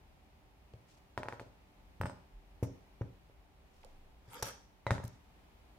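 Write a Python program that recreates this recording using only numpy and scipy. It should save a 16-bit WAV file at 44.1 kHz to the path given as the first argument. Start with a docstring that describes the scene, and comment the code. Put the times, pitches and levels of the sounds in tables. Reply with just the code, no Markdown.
"""Clacks, rattles, thuds and ringing clinks: hands set tools down on a wooden worktable with a cutting mat.
A steel divider bounces, a steel tool rattles, a wrist and a pricking iron thud, a nylon mallet is dragged
and lands. Each contact is a short push that snaps, excites fading sines for top, frame and tool, and adds
noise for crack and buzz. Rubbing, dry ticks and hissing tails are shaped noise. A phone with two ports
listens close by, in a small room with a quiet hum."""
import sys
import numpy as np
from scipy import signal
from scipy.fft import rfft, irfft
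from scipy.io import wavfile
from scipy.ndimage import uniform_filter1d

SR = 44100
rng = np.random.default_rng(int(sys.argv[2]) if len(sys.argv) > 2 else 0)


def to_linear_factor(level_db):
    """Convert decibel levels (scalar or array-like) to linear amplitude factors."""
    exponent = np.asarray(level_db, float) / 20
    return 10 ** exponent


def log_audio(samples):
    """Write samples as a 16-bit WAV file to the path given in sys.argv[1]."""
    # one column per channel
    frames = np.atleast_2d(samples).T
    # limit to full scale, then quantise
    limited = np.clip(frames, -1, 1)
    pcm = np.round(limited * 32767).astype(np.int16)
    wavfile.write(sys.argv[1], SR, pcm)


N = 255294  # length of the scene in samples


def colour(x, points):
    """Shape the spectrum along (f/Hz, level/dB) points."""
    hz, db = np.transpose(points)
    f = np.fft.rfftfreq(x.shape[-1], 1 / SR) + 1
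    gain_db = np.interp(np.log(f), np.log(hz), db)
    return irfft(rfft(x) * to_linear_factor(gain_db), x.shape[-1])


def band(x, lo_hz, hi_hz):
    """Keep mainly the sound between two frequencies."""
    edges = np.clip([lo_hz, hi_hz], 10, .45 * SR)
    return signal.sosfilt(signal.butter(2, edges, "band", fs=SR, output="sos"), x)


def unit(x):
    """Scale to rms 1."""
    return x / np.sqrt(np.mean(x ** 2))


def walk(rate):
    """Random levels, a new one rate times a second, with smooth slides between them; spread near 1."""
    k = int(SR / rate)
    steps = np.repeat(rng.standard_normal(N // k + 1), k)
    return unit(uniform_filter1d(steps, k)[:N])


def ports(mid, side, alike_hz):
    """Left and right are alike in the bass and differ more and more above alike_hz."""
    side = signal.sosfilt(signal.butter(1, alike_hz, "high", fs=SR, output="sos"), side)
    return np.array([mid + side, mid - side])


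def rings(modes, t, gain_db=0):
    """A struck body rings as a sum of fading sines; t60 is the time to fall by 60 dB."""
    hz, db, t60 = np.transpose(modes)[..., None]
    sines = np.sin(2 * np.pi * hz * t)
    fade = np.exp(-np.log(1000) * t / t60)
    return np.sum(to_linear_factor(db + gain_db) * sines * fade, axis=-2)


def add(out, s, sound):
    """Mix a sound in at s seconds."""
    i = int(s * SR)
    out[:, i:i + sound.shape[-1]] += sound[..., :N - i]


def stroke_db(s, hold_s, rise_db_s, fall_db_s):
    """A rubbing movement gets louder, holds from s on and fades: dB under its full level."""
    t = np.arange(N) / SR
    return -rise_db_s * np.maximum(s - t, 0) - fall_db_s * np.maximum(t - s - hold_s, 0)


def patchy(x, lo_hz, hi_hz):
    """Half-octave bands whose levels flicker apart: each catches and lets go by itself."""
    edges = lo_hz * np.sqrt(2) ** np.arange(2 * np.log2(hi_hz / lo_hz))
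    flicker_db = 1.5
    return unit(sum(to_linear_factor(flicker_db * walk(60)) * band(x, f, f * np.sqrt(2)) for f in edges))


def air_noise():
    """Steady air noise, shaped from white noise, with a slowly drifting level."""
    # colour of the air: (f/Hz, relative level/dB)
    air_colour = [(35, -49), (60, -18), (93, -4.5), (175, -6.5), (210, -6.5), (266, -11.5), (298, -9),
                  (351, -15.5), (376, -14.5), (497, -15), (773, -13), (1450, -23), (2360, -23),
                  (7900, -38.5), (15500, -38)]
    mid, side = colour(rng.standard_normal((2, N)), air_colour)
    loudness = np.std(band(mid, 67.0, 17000))
    level_db = -68 + 0.75 * walk(2.7)
    return to_linear_factor(level_db) * ports(mid, 1.18 * side, 700) / loudness


def hum():
    """Faint hum lines: sines whose level and phase waver."""
    # hum lines: (f/Hz, rms level before wavering/dB)
    hum_lines = [(204.6, -100), (296.1, -85), (387.6, -82.5), (597.5, -90.5), (760, -85), (877.5, -85.5)]
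    t = np.arange(N) / SR
    out = 0
    for hz, db in hum_lines:
        level = np.sqrt(2) * to_linear_factor(db + 2. * walk(3.3))
        out = out + level * np.sin(2 * np.pi * hz * t + .5 * walk(8.5))
    return out


def table_sway():
    """The table sways as a low band of noise, and lurches in short low sines when a hand leans on it."""
    # lurches: (middle t/s, level/dB, f/Hz, time from the middle to 37 % of the swell/s)
    lurches = [(2.37, -47, 40, 0.039), (2.51, -56, 44.5, 0.063), (3.961, -54.5, 22.1, 0.16)]
    t = np.arange(N) / SR
    mid, side = band(band(rng.standard_normal((2, N)), 36, 75), 30, 95)
    both = mid + 0.29 * side * np.array([[1], [-1]])
    out = to_linear_factor(-65 - walk(2.927)) * both / np.std(mid)
    for s, db, hz, long in lurches:
        swell = np.exp(-((t - s) / long) ** 2)
        out = out + to_linear_factor(db) * swell * np.sin(2 * np.pi * hz * (t - s))
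    return out


def room(dry):
    """A short diffuse tail: coloured noise that dies away, built up from uneven clumps of echoes."""
    # colour of the tail: (f/Hz, relative level/dB)
    tail_colour = [(60, -14), (120, -2), (800, -3.5), (2000, -5.5), (6000, -0.5), (12000, -16)]
    room_db, t60_s = -13, 0.45
    t = np.arange(int(.6 * SR)) / SR
    # the early echoes are uneven by 4 dB and even out over 60 ms
    clumps = to_linear_factor(4. * walk(500)[:len(t)] * np.exp(-t / .06))
    tail = colour(clumps * rng.standard_normal((2, len(t))), tail_colour)
    tail *= np.exp(-np.log(1000) * t / t60_s)
    tail *= 1 - np.exp(-t / .006)  # builds up over some 6 ms
    tail = ports(*tail, 540) / np.sqrt(np.sum(tail[0] ** 2))
    source = dry.mean(axis=0)[None]
    return to_linear_factor(room_db) * signal.fftconvolve(source, tail, axes=1)[:, :N]


def brush():
    """Skin and sleeve brushing leather: a soft treble hiss of uneven noise."""
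    # brushes: (full level at t/s, level/dB, rise/(dB/s), fall/(dB/s))
    brushes = [(.9, -71.5, 500, 116), (3.775, -76.5, 120, 250), (3.858, -74, 300, 300),
               (5.05, -65, 400, 127)]
    hiss = to_linear_factor(3.7 * walk(100)) * band(rng.standard_normal((2, N)), 1700, 7500)
    return unit(hiss) * sum(to_linear_factor(db + stroke_db(s, 0, rise, fall)) for s, db, rise, fall in brushes)


def drag():
    """Nylon mallet catching on the grain of the mat: noise in uneven slips, lows through the table."""
    # two strokes: (full speed at t/s, level/dB, hold/s, rise/(dB/s), fall/(dB/s))
    strokes = [(4.359, -51, 0.011, 244, 148), (4.451, -51.5, 0.034, 900, 240)]
    # colour of the rubbing: (f/Hz, relative level/dB)
    drag_colour = [(88, -40), (150, 0), (279, 2), (346, -6.5), (550, 6.5), (618, -6), (930, 7.5),
                   (1020, -3), (1290, 5), (1900, -1.5), (2500, -8), (3280, -8), (3760, -7.5), (5200, -13),
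                   (6300, -14.5), (8300, -5.5), (10900, -7), (15500, -25)]
    # per stroke: how much earlier the hiss reaches full level than the table answers (lead/s)
    treble_lead = (0.018, 0.003)
    treble_db = (-7, 0)  # treble against the body, per stroke
    treble_per_db = 1.43  # the treble fades faster as the head slows
    slips = to_linear_factor(.6 * walk(90) + 3. * walk(900)) * rng.standard_normal((2, N))
    grain = colour(slips, drag_colour)
    low = patchy(grain, 131.4, 4800)
    high = patchy(grain, 2590, 13000)
    body = ports(*low, 1200)
    hiss = high[0] + high[1] * np.array([[1], [-1]])
    out = 0
    for (s, db, *shape), extra_db, lead in zip(strokes, treble_db, treble_lead):
        body_db = db + stroke_db(s, *shape)
        hiss_db = db + extra_db + treble_per_db * stroke_db(s - lead, *shape)
        out = out + to_linear_factor(body_db) * body + to_linear_factor(hiss_db) * hiss
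    return out


def knuckle(db, hz, t60):
    """A small hollow knock as the iron changes hands: one fading sine, stronger on the right."""
    t = np.arange(int(.1 * SR)) / SR
    return rings([(hz, db, t60)], t) * np.array([[.7], [1.3]])


def noise_burst(db, hz, width_hz, fade_ms):
    """A burst of band noise that fades: a dry tick, a clink's splash or a hissing tail of a ring."""
    t = np.arange(int(.3 * SR)) / SR
    burst = band(rng.standard_normal((2, len(t))), hz - width_hz / 2, hz + width_hz / 2)
    return to_linear_factor(db) * unit(burst) * np.exp(-t / fade_ms * 1e3) / 2


def contact(tool, snap_db, contact_ms, boom_db, ring_db, damping):
    """One push on the table: snap, top, frame and tool, starting 3 ms before its peak."""
    # what each tool rings with: (f/Hz, relative level/dB, t60 when not muffled/s)
    tool_modes = np.array({"divider": [(3120, -3, .03), (4380, 0, 0.025), (8387, -7, 0.083),
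                           (11150, -9.5, 0.098), (14920, -11, .09)], "steel": [(5080, -12, .15),
                           (8000, -20, .15), (8400, -12, 0.17), (8620, -2.5, 0.023), (12260, -20, .015)],
                           "iron": [(5500, -16, 0.21), (5836, -1, 0.15), (7050, 2, .02), (9200, -6, 0.033),
                           (10270, -14.5, 0.024), (13900, -17, .03)], "mallet": [(550, 6, 0.07),
                           (870, 1, 0.07), (2015, 0, 0.15), (3200, -9.5, 0.052), (3900, 1, 0.032),
                           (3980, -22, 0.17), (5970, -25, .07), (7230, -26, .09)]}[tool])
    # how each tool meets the mat: (extra drive into the top/dB, chatter depth/0-1, buzz against ring/dB)
    touch = {"divider": (2.7, 0.38, 1.4), "steel": (0.19, 0.9, -9.5), "iron": (0.3, 0.22, -15.5),
             "mallet": (1, 0.66, -12.5)}
    # share of the press that springs back, per tool (share/0-1)
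    rebound = {"divider": .75, "steel": .5, "iron": .65, "mallet": .4}
    # where each tool lies: how much later the right port hears its push (lag/us)
    lag_us = {"divider": 65, "steel": -76, "iron": 96, "mallet": 58}
    # table top: (f/Hz, relative level/dB, t60/s)
    top_modes = [(444, 2, 0.0078), (940, -11, 0.022), (1500, -6, 0.022), (275.6, -2.5, 0.18),
                 (417.8, -15, 0.3), (498.6, -4.5, 0.12), (566.5, -1, 0.12), (613, -3, 0.16),
                 (700, -5, 0.085), (878, -3.5, 0.076), (990, 6, 0.033), (1095, -2, 0.061),
                 (1318, -13, 0.088), (1250, -27, 0.073), (1390, -32, 0.074), (1660, -10.5, 0.06),
                 (1884, -1.5, 0.056), (2240, -12, 0.03), (2700, -1, 0.03)]
    # table frame: (f/Hz, relative level/dB, t60/s)
    frame_modes = [(71.7, -10.5, 0.33), (90, 0, 0.19), (109.2, 8.5, 0.11), (121, -3.5, 0.15),
                   (156.2, -5.5, 0.11), (183.2, -10.5, 0.19)]

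    t = np.arange(int(.45 * SR)) / SR
    late = np.array([[-.5], [.5]]) * lag_us[tool] * 1e-6
    drive_db, loose, buzz_db = touch[tool]
    phase = (t[:500] - .003 - late) / (contact_ms * 1e-3)
    # the mat is pressed in, then springs back a little slower
    press = np.cos(np.pi * np.clip(phase, -.5, .5)) ** 2
    release = np.cos(np.pi * np.clip((phase - .8) / 1.2, -.5, .5)) ** 2
    push = press - rebound[tool] * release

    # each spot drives the modes differently, and each port hears them a little differently
    spot_db = 4. * rng.uniform(-1, 1, (len(top_modes), 1))
    spot_db = spot_db + 2. * rng.uniform(-1, 1, (2, len(top_modes), 1))
    # the top is driven away from the phone: suction first
    top = -to_linear_factor(-48 + drive_db) * rings(top_modes, t, spot_db)
    top[:, 0] -= 1  # the snap: the push itself
    sound = to_linear_factor(snap_db) * signal.fftconvolve(top, push, axes=1)[:, :len(t)]

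    after = np.maximum(t - .003, 0)
    # the heavy frame takes a few ms to get going
    slow = np.maximum(after - .0012, 0)
    frame_db = rng.uniform(-2.4, 2.4, (len(frame_modes), 1))
    boom = rings(frame_modes, slow, frame_db) * (1 - np.exp(-slow / 0.0021))
    sound += to_linear_factor(boom_db) * boom / np.abs(boom).max() * np.array([[1.07], [.93]])

    # the harder and shorter the contact, the louder its crack, which fades to 37 % in 1 ms
    grit = band(rng.standard_normal((2, len(t))), 1000, 6200) * (after > 0)
    sound += to_linear_factor(1.74 * snap_db - 19) * grit * np.exp(-after / .001) / contact_ms ** 2
    # loose parts buzz on for a moment
    sound += to_linear_factor(ring_db + buzz_db) * grit * np.exp(-after / .024)

    # a tool lying loose on the mat chatters, which roughens its ring
    chatter = 1 + loose * unit(band(rng.standard_normal((2, len(t))), 63, 202))
    tool_db = rng.uniform(-5, 3, (len(tool_modes), 1))
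    tool_db = tool_db + rng.uniform(-2, 2, (2, len(tool_modes), 1))
    ring = rings(tool_modes / [1, 1, damping], after, tool_db)
    return sound + to_linear_factor(ring_db) * chatter * ring / 2


def scene():
    """Contacts, noise bursts, knocks and rubbing in the room, over air noise, hum and table sway."""
    # contacts per tool: (t/s, snap level/dB, contact length/ms, frame boom level/dB, tool ring drive/dB)
    contacts = { "divider": [(1.1769, -21.5, 0.45, -38.5, -53.5), (1.1797, -34.5, 0.76, -72, -75),
                (1.1872, -43, 0.24, -70, -61), (1.2008, -41.5, 1.65, -57, -68),
                (1.2325, -27, 0.36, -73, -59.5), (1.2575, -37, 0.55, -48, -72),
                (1.2635, -46, 0.88, -69, -77), (1.2855, -23.5, 0.41, -50, -55),
                (1.3253, -30, 0.41, -45, -62), (1.3336, -36.5, 0.7, -66, -62.5),
                (1.3967, -32.5, 0.38, -50, -58.5), (1.4024, -38.5, 0.61, -77, -66),
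                (1.414, -42, 1.2, -58, -67), (1.4635, -61, 0.66, -50, -73)],
                "steel": [(2.002, -56, 15, -32, -76), (2.0133, -20, 0.47, -40, -45),
                (2.023, -47, 0.37, -36, -53), (2.0351, -27.5, 0.46, -40, -56),
                (2.0445, -32.5, 4.4, -55, -71), (2.057, -26, 0.5, -64, -45),
                (2.0604, -30.5, 0.54, -48, -48), (2.0675, -37, 0.3, -40, -53),
                (2.0975, -33.5, 0.52, -47, -50.5)], "iron": [(.7381, -47.5, 1.28, -44, -88),
                (2.6276, -26, 1.6, -25.5, -54), (2.634, -35, 0.89, -58, -64), (2.6505, -45, 0.69, -42, -71),
                (3.0119, -32, 1.71, -29.5, -71), (3.0181, -37, 0.51, -71, -60),
                (3.298, -53.5, 1.2, -57.5, -79), (4.28, -58, 1.7, -49.5, -82),
                (4.4253, -25, 0.45, -35.5, -28), (4.4272, -32.5, 0.63, -58, -37.5),
                (4.4297, -26, 0.52, -47, -28)], "mallet": [(4.8668, -19.5, 0.58, -33, -37),
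                (4.8947, -41, 0.69, -42, -73), (4.9075, -13.5, 0.45, -26, -32.5),
                (4.9151, -22.5, 0.41, -35, -75), (4.918, -26, 5, -30, -80), (4.951, -38, 0.14, -48, -75),
                (4.9813, -31.5, 0.4, -63, -66), (4.986, -44, 3, -35, -80), (5.0011, -36, 0.76, -36.5, -69),
                (5.0365, -41, 0.5, -58, -67), (5.0395, -39.5, 0.64, -37, -67),
                (5.049, -38.5, 4.2, -52, -79)]}
    # ticks, splashes and hissing tails: (t/s, drive/dB, centre f/Hz, width/Hz, fade to 37 %/ms)
    bursts = [(0.736, -53.5, 2410, 3900, 2.9), (2.0133, -41, 11900, 6000, 1.5),
              (2.056, -58, 12000, 6000, 8), (2.63, -43.5, 1470, 1630, 12.7),
              (2.6308, -47.5, 9200, 9700, 15), (2.639, -58.5, 5900, 1200, 46), (3.01, -53, 1870, 1500, 12),
              (3.832, -49, 2770, 1500, 3.1), (3.8475, -39, 6560, 5850, 0.61), (4.426, -26, 8600, 8260, 4.6),
              (4.91, -47, 5200, 6940, 42), (5.0397, -44, 8800, 9100, 2.6), (5.05, -47, 8600, 10200, 6.2),
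              (5.079, -41, 9600, 10000, 1.4)]
    # hollow knocks: (t/s, drive/dB, f/Hz, t60/s)
    knuckles = [(3.84, -47, 835, 0.017), (3.849, -49.5, 515, 0.063), (3.866, -56.5, 690, 0.049)]
    # fingers hold the iron, the mallet lies on the mat: from s, to s their rings die 7 times faster
    muffled_s, muffle = {"iron": (2.9, 4.8), "mallet": (4.9, 5.8)}, 7.
    dry = drag() + brush()
    for tool, rows in contacts.items():
        start, end = muffled_s.get(tool, (0, 0))
        for s, *how in rows:
            damping = muffle if start < s < end else 1
            add(dry, s - .003, contact(tool, *how, damping))
    for s, *how in bursts:
        add(dry, s, noise_burst(*how))
    for s, *how in knuckles:
        add(dry, s, knuckle(*how))
    return dry + room(dry) + air_noise() + hum() + table_sway()


def roll_off(x):
    """The treble ends steeply here."""
    return signal.sosfilt(signal.butter(12, 16480, fs=SR, output="sos"), x)


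def record(dry):
    """The very top is cut steeply above 15.6 kHz."""
    mix = signal.sosfilt(signal.butter(14, 15600, fs=SR, output="sos"), dry)
    return roll_off(mix)


dry = scene()
out = record(dry)
log_audio(out)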